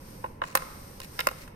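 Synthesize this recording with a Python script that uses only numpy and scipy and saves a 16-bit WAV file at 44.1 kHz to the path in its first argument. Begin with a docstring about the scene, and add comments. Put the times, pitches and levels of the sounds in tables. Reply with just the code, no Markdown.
"""Hockey stick on an outdoor rink

A hockey stick taps the concrete and a plastic ball, then drags the ball across.
Each tap rings the blade briefly and crushes grit; the boards slap it back and the rink rings on faintly.
The sliding blade scrapes as a run of tiny grain catches. A distant rumble and a soft hiss lie underneath.
The ringing is built from fading sine waves, the rest mostly from coloured noise.
The right microphone hears the treble a little earlier."""
import sys
import numpy as np
from scipy import signal
from scipy.fft import rfft, irfft, next_fast_len
from scipy.io import wavfile

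SR = 44100
rng = np.random.default_rng(int(sys.argv[2]) if len(sys.argv) > 2 else 0)


def log_audio(samples):
    """Write samples as a 16-bit WAV file to the path given in sys.argv[1]."""
    # one column per channel
    frames = np.atleast_2d(samples).T
    # limit to full scale, then quantise
    limited = np.clip(frames, -1, 1)
    pcm = np.round(limited * 32767).astype(np.int16)
    wavfile.write(sys.argv[1], SR, pcm)


N = 68355  # length of the scene in samples


def amp(db):
    """Turn decibels into a gain."""
    return 10 ** (np.asarray(db) / 20)


def unit(x):
    """Scale a sound to an average (rms) strength of 1."""
    return x / np.sqrt(np.mean(x ** 2) + 1e-20)


def along(points, hz):
    """Read a curve of (pitch_hz, value) points, spacing pitch by ratio as the ear does."""
    point_hz, value = np.transpose(points)
    return np.interp(np.log(hz + 1), np.log(point_hz + 1), value)


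def curve(points):
    """Turn (time_s, value) points into one value per sample."""
    return np.interp(np.arange(N) / SR, *np.transpose(points))


def filtered(x, response):
    """Change the strength or phase of each pitch by a given response."""
    size = x.shape[-1]
    padded = next_fast_len(size + SR // 8)  # spare room keeps the end from wrapping onto the start
    spectrum = rfft(x, padded) * response(np.fft.rfftfreq(padded, 1 / SR))
    return irfft(spectrum, padded)[..., :size]


def cut(x, hz, kind, order):
    """Remove the pitches above ("low") or below ("high") a limit."""
    sections = signal.butter(order, min(hz, SR / 3), kind, fs=SR, output="sos")
    return signal.sosfilt(sections, x)


def noise(size, colour, alike):
    """Coloured stereo noise of rms 1: more shared "mid" makes left and right more alike."""
    def mid_and_side(hz):
        turn = np.arccos(np.clip(along(alike, hz), -1, 1)) / 2
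        return amp(along(colour, hz)) * [np.cos(turn), np.sin(turn)]

    mid, side = filtered(rng.standard_normal((2, size)), mid_and_side)
    return unit(np.array([mid + side, mid - side]))


def add(track, start_s, sound):
    """Mix a sound into the track from its start time."""
    part = track[:, max(round(start_s * SR), 0):][:, :sound.shape[-1]]
    part += sound[..., :part.shape[-1]]


# colour of the distant rumble: pitch_hz, level_db
RUMBLE_COLOUR = [(25, -3), (70, -3), (180, -4.5), (400, -14.5), (540, -9.5), (680, -19.5), (1000, -16),
                 (1500, -31), (2300, -28), (3500, -44.5), (7000, -58)]
# loudness of the rumble over time: time_s, level_db
RUMBLE_LEVEL = [(.35, -46.5), (.75, -47.5)]
# how alike the rumble is left and right: pitch_hz, likeness (1 = identical)
RUMBLE_ALIKE = [(60, 1), (200, 1), (600, 0.83), (2000, 0.48)]
# colour of the soft hiss: pitch_hz, level_db
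HISS_COLOUR = [(1500, 4.5), (3500, -3), (5300, 3.5), (6200, 0.5), (7300, -8.5), (8900, 6.5), (10200, -4.5),
               (11500, -4), (12900, 7.5), (14500, -12), (16000, -32)]
# rise and fall of the hiss, before a fixed lift: time_s, level_db
HISS_LEVEL = [(0.0, -58), (0.098, -53.5), (0.254, -57.5), (0.478, -78), (0.604, -48), (0.672, -51.5),
              (1.04, -55.5), (1.216, -48.5), (1.308, -51.5), (1.446, -55), (1.55, -70)]
HISS_LIFT_DB = 1.5


def outdoors():
    """Noise shaped into a distant rumble and a soft hiss that swells and sinks."""
    rumble = amp(curve(RUMBLE_LEVEL)) * noise(N, RUMBLE_COLOUR, RUMBLE_ALIKE)
    hiss_alike = [(1000, 0.073)]  # one point: the same small likeness at every pitch
    hiss = amp(curve(HISS_LEVEL) + HISS_LIFT_DB) * noise(N, HISS_COLOUR, hiss_alike)
    return rumble + hiss


# colour of the bending wave in the blade: pitch_hz, level_db
FLEX_COLOUR = [(150, -2.5), (380, -28), (540, 3.5), (800, 1.5), (1300, -2), (2200, -13.5), (4000, -21)]
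FLEX_FRONT_HZ = 1983  # this pitch and all above it arrive first
FLEX_DELAY_S = 0.0042  # lag of the pitch two octaves below the front


def flex(size):
    """A bending pulse of peak 1: low notes travel slower, so the knock sweeps downward."""
    hz = np.fft.rfftfreq(size, 1 / SR)
    delay_s = FLEX_DELAY_S * np.maximum(np.sqrt(FLEX_FRONT_HZ / np.maximum(hz, hz[1])) - 1, 0)
    phase = 2 * np.pi * np.cumsum(delay_s) * hz[1]  # adding up delay over pitch gives phase
    pulse = irfft(amp(along(FLEX_COLOUR, hz)) * np.exp(-1j * phase), size)
    return pulse / np.abs(pulse).max()


# ringing notes (modes) of blade and shaft: pitch_hz, level_db, fade_s (time to fall 60 dB, at ring length 1)
BLADE_MODES = [(350, -10.5, 0.032), (528.3, -5, 0.046), (647, -5.5, 0.035), (855, -7, 0.038),
               (1037, -1, 0.039), (1371, 1.5, 0.021), (1488, -9, 0.028), (1900, -7, 0.026),
               (2138, -1.5, 0.021), (2554, -3, 0.021), (2825, -6, 0.031), (3767, -1.5, 0.017),
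               (5100, -1.5, 0.015)]
BUILD_CYCLES = 0.16  # low modes take longer to build up
MODE_SCATTER_RAD = 0.3  # random phase spread, separate for each microphone


def blade_ring(t, ring_length):
    """Each mode of the blade is a sine wave that builds up fast and dies away."""
    ring = np.zeros((2, len(t)))
    for k, (hz, level_db, fade_s) in enumerate(BLADE_MODES):
        phase = k * np.pi / 2 + rng.normal(0, MODE_SCATTER_RAD, (2, 1))
        loudness = amp(level_db - 60 * t / (fade_s * ring_length)) * (1 - np.exp(-t * hz / BUILD_CYCLES))
        ring += loudness * np.sin(2 * np.pi * hz * t + phase)
    return ring


# how alike contact sounds are left and right: pitch_hz, likeness (1 = identical)
CONTACT_ALIKE = [(500, 0.72), (2000, 0.9), (6000, 0.22)]
# colour of the dense ringing among the modes: pitch_hz, level_db
CLACK_COLOUR = [(300, -11), (750, 6), (2100, -0.5), (3200, 0.5), (9000, -12.5)]
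CLACK_DB, CLACK_FADE_S = -2, 0.025  # fade is the time to fall 60 dB, at ring length 1
CLACK_ATTACK_S = 0.00019


def clack(t, ring_length):
    """Many close, quickly damped modes together sound like a burst of noise."""
    fade = amp(CLACK_DB - 60 * t / (CLACK_FADE_S * ring_length))
    return noise(len(t), CLACK_COLOUR, CONTACT_ALIKE) * fade * (1 - np.exp(-t / CLACK_ATTACK_S))


# colour of crushed grit: pitch_hz, level_db
GRIT_COLOUR = [(1500, -1.5), (3200, -1), (4900, 6), (6000, 0), (6800, 5), (7700, -1.5), (9300, 10.5),
               (10200, -19), (11000, 15.5), (11800, -24), (13100, 11), (15000, -3.5), (16500, -14)]
GRIT_RISE_S, GRIT_FALL_S = 0.00019, 0.0025
GRIT_CLUMP_DB, GRIT_CLUMP_S = 5, 0.0005  # unevenness, and how long each clump lasts


def grit(t):
    """Grit crushed under the blade: a very short crunch of uneven noise."""
    crush = (1 - np.exp(-t / GRIT_RISE_S)) ** 2 * np.exp(-t / GRIT_FALL_S)
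    clump_gains = amp(GRIT_CLUMP_DB * np.clip(rng.standard_normal(len(t)), -2, 2))
    clumps = unit(clump_gains[(t / GRIT_CLUMP_S).astype(int)])
    return crush / crush.max() * clumps * noise(len(t), GRIT_COLOUR, CONTACT_ALIKE)


FAVOUR_DB, FAVOUR_Q = -3.5, 3.5  # extra weight near the favoured pitch, and its sharpness
MUTE_Q = 4  # sharpness of the muted notch


def blow(level_db, bright_hz, low_hz, favoured_hz, ring_length, grit_db, muted_hz=None, flex_db=None):
    """One contact rings and crunches; a firm tap also bends the blade and mutes modes still at that point."""
    t = np.arange(SR // 10) / SR
    body = blade_ring(t, ring_length) + clack(t, ring_length)
    if muted_hz:
        body = body + amp(flex_db) * flex(len(t))
        body = signal.lfilter(*signal.iirnotch(muted_hz, MUTE_Q, fs=SR), body)
    favoured = signal.lfilter(*signal.iirpeak(favoured_hz, FAVOUR_Q, fs=SR), body)
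    body = body + amp(FAVOUR_DB) * favoured
    body = cut(body, bright_hz, "low", order=3)
    body = cut(body, low_hz, "high", order=1)
    return amp(level_db) * body + amp(grit_db) * grit(t)


# colour of the slap off the boards: pitch_hz, level_db
BOARDS_COLOUR = [(200, -2), (1500, 6), (4000, 11.5), (9000, -8.5), (15000, 13.5)]


def board_slap(tap):
    """The boards throw the tap back with a changed colour."""
    return filtered(tap, lambda hz: amp(along(BOARDS_COLOUR, hz)))


# how long the rink rings on: pitch_hz, fade_s (time to fall 60 dB)
RINK_FADE = [(4000, 0.99), (13000, 0.13)]
RINK_DB, RINK_BUILD_S = -14, 0.0022
SCATTER_DB, SCATTER_FADE_S = -5.5, 0.055  # fade is the time to fall 60 dB


def rink(sound):
    """Early scatter from the ground and a long faint tail between the boards."""
    # fading each pitch of a noise at its own speed makes the tail
    hz, frame_s, pieces = signal.stft(rng.standard_normal((2, SR)), SR, nperseg=256)
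    fade = amp(-60 * frame_s / along(RINK_FADE, hz)[:, None])
    tail = signal.istft(pieces * fade, SR, nperseg=256)[1]
    t = np.arange(tail.shape[1]) / SR
    tail = unit(tail * (1 - np.exp(-t / RINK_BUILD_S)))
    scatter = unit(rng.standard_normal(tail.shape) * amp(-60 * t / SCATTER_FADE_S))
    echoes = (amp(RINK_DB) * tail + amp(SCATTER_DB) * scatter) / np.sqrt(len(t))
    return signal.fftconvolve(sound, echoes, axes=1)


# firm blade taps: start_s, level_db (of the ringing), bright_hz (treble limit), low_hz (bass limit),
# favoured_hz and muted_hz (at the point struck), ring_length (ratio), flex_db (beside the ringing),
# grit_db, echo_delay_s, echo_db and rink_db (both beside the tap)
TAPS = [(.2410, -20, 1200, 690, 945, 1282, 1.2, -13, -68, 0.018, -15.5, -5.5),
        (0.4173, -20, 2150, 650, 1000, 2390, 0.94, -4.5, -50.5, 0.02, -12, -3),
        (0.5516, -12, 2270, 850, 1220, 3170, 0.92, -7.5, -13.5, .0205, -15.5, -3.5),
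        (1.1908, -21.5, 4900, 380, 1620, 1130, 0.84, -5.5, -33, 0.016, -10, 0.5),
        (1.2696, -14.5, 3030, 260, 1340, 3580, 0.7, 5.5, -20, 0.017, -19, -11)]
# light touches of ball and blade: start_s, level_db (of the ringing), bright_hz, favoured_hz, grit_db
TOUCHES = [(.563, -35, 3000, 1890, -35), (.620, -32.5, 1850, 1080, -43), (1.0009, -38, 5500, 1430, -36),
           (1.016, -38, 6500, 5460, -45), (1.033, -45.5, 5000, 3860, -41), (1.045, -44, 5000, 4020, -41),
           (1.2031, -30.5, 6160, 4770, -27), (1.312, -32, 1540, 590, -38.5),
           (1.477, -45, 3370, 1470, -50.5)]
TOUCH_LOW_SHARE, TOUCH_RING = 0.3, 0.89  # bass limit over favoured pitch; ring length ratio


def stick():
    """Taps with their slap off the boards and rink echo, and the lighter touches between them."""
    out = np.zeros((2, N))
    for (start_s, level_db, bright_hz, low_hz, favoured_hz, muted_hz, ring_length, flex_db,
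         grit_db, echo_delay_s, echo_db, rink_db) in TAPS:
        tap = blow(level_db, bright_hz, low_hz, favoured_hz, ring_length, grit_db, muted_hz, flex_db)
        add(out, start_s, tap)
        add(out, start_s + echo_delay_s, amp(echo_db) * board_slap(tap))
        add(out, start_s, amp(rink_db) * rink(tap))
    for start_s, level_db, bright_hz, favoured_hz, grit_db in TOUCHES:
        low_hz = TOUCH_LOW_SHARE * favoured_hz
        add(out, start_s, blow(level_db, bright_hz, low_hz, favoured_hz, TOUCH_RING, grit_db))
    return out


# slides of the blade on concrete: start_s, length_s, level_db
SCRAPES = [(0.416, 0.14, -50.5), (1.003, 0.062, -51.5), (1.377, 0.078, -52)]
# colour of the scrape: pitch_hz, level_db
SCRAPE_COLOUR = [(400, -20), (2400, 14.5), (3200, 1.5), (4000, 7.5), (7500, 3.5), (16000, -8)]
GRAINS_PER_S, GRAIN_SPREAD_DB = 1200, 4


def scraping():
    """The sliding blade catches on sand grains of uneven size, each catch dying away like crushed grit."""
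    out = np.zeros((2, N))
    t = np.arange(N) / SR
    grain_sizes = amp(GRAIN_SPREAD_DB * np.clip(rng.standard_normal(N), -2, 2))
    catches = (rng.random(N) < GRAINS_PER_S / SR) * grain_sizes
    fading_catches = signal.lfilter([1], [1, -np.exp(-1 / (GRIT_FALL_S * SR))], catches)
    grains = unit(fading_catches * noise(N, SCRAPE_COLOUR, CONTACT_ALIKE))
    for start_s, length_s, level_db in SCRAPES:
        progress = np.clip((t - start_s) / length_s, 0, 1)
        swell = np.sqrt(np.abs(np.sin(np.pi * progress)))  # rises, then falls
        out += amp(level_db) * grains * swell
    return out


# loudness difference between the microphones: pitch_hz, left_minus_right_db
BALANCE = [(60, 0), (200, -2.5), (550, -3.5), (1100, 0), (2200, -2.5), (3700, -2), (5000, 2.5), (7500, 4),
           (12000, -0.5)]
# phase by which the right microphone leads: pitch_hz, lead_rad
RIGHT_LEAD = [(0, 0), (250, -.3), (450, -.8), (600, -2), (780, -4.3), (950, -4.9), (1120, -4.3),
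              (1300, -2.1), (1600, -.8), (3000, 7.3), (16000, 71)]


def microphones(sound):
    """Left and right differ in loudness and timing at each pitch."""
    def response(hz):
        sides = np.array([[0.5], [-0.5]])  # half the difference goes to each side
        lead_rad = np.interp(hz, *np.transpose(RIGHT_LEAD))
        hold_back_left = np.exp(-1j * lead_rad * np.array([[1], [0]]))
        return amp(sides * along(BALANCE, hz)) * hold_back_left

    return filtered(sound, response)


def scene():
    """All sources together, as the two microphones hear them."""
    return microphones(outdoors() + stick() + scraping())


TOP_HZ = 16000


def record(dry):
    """The recorder keeps almost nothing above its band limit."""
    return filtered(dry, lambda hz: 1 / np.sqrt(1 + (hz / TOP_HZ) ** 120))


dry = scene()
out = record(dry)
log_audio(out)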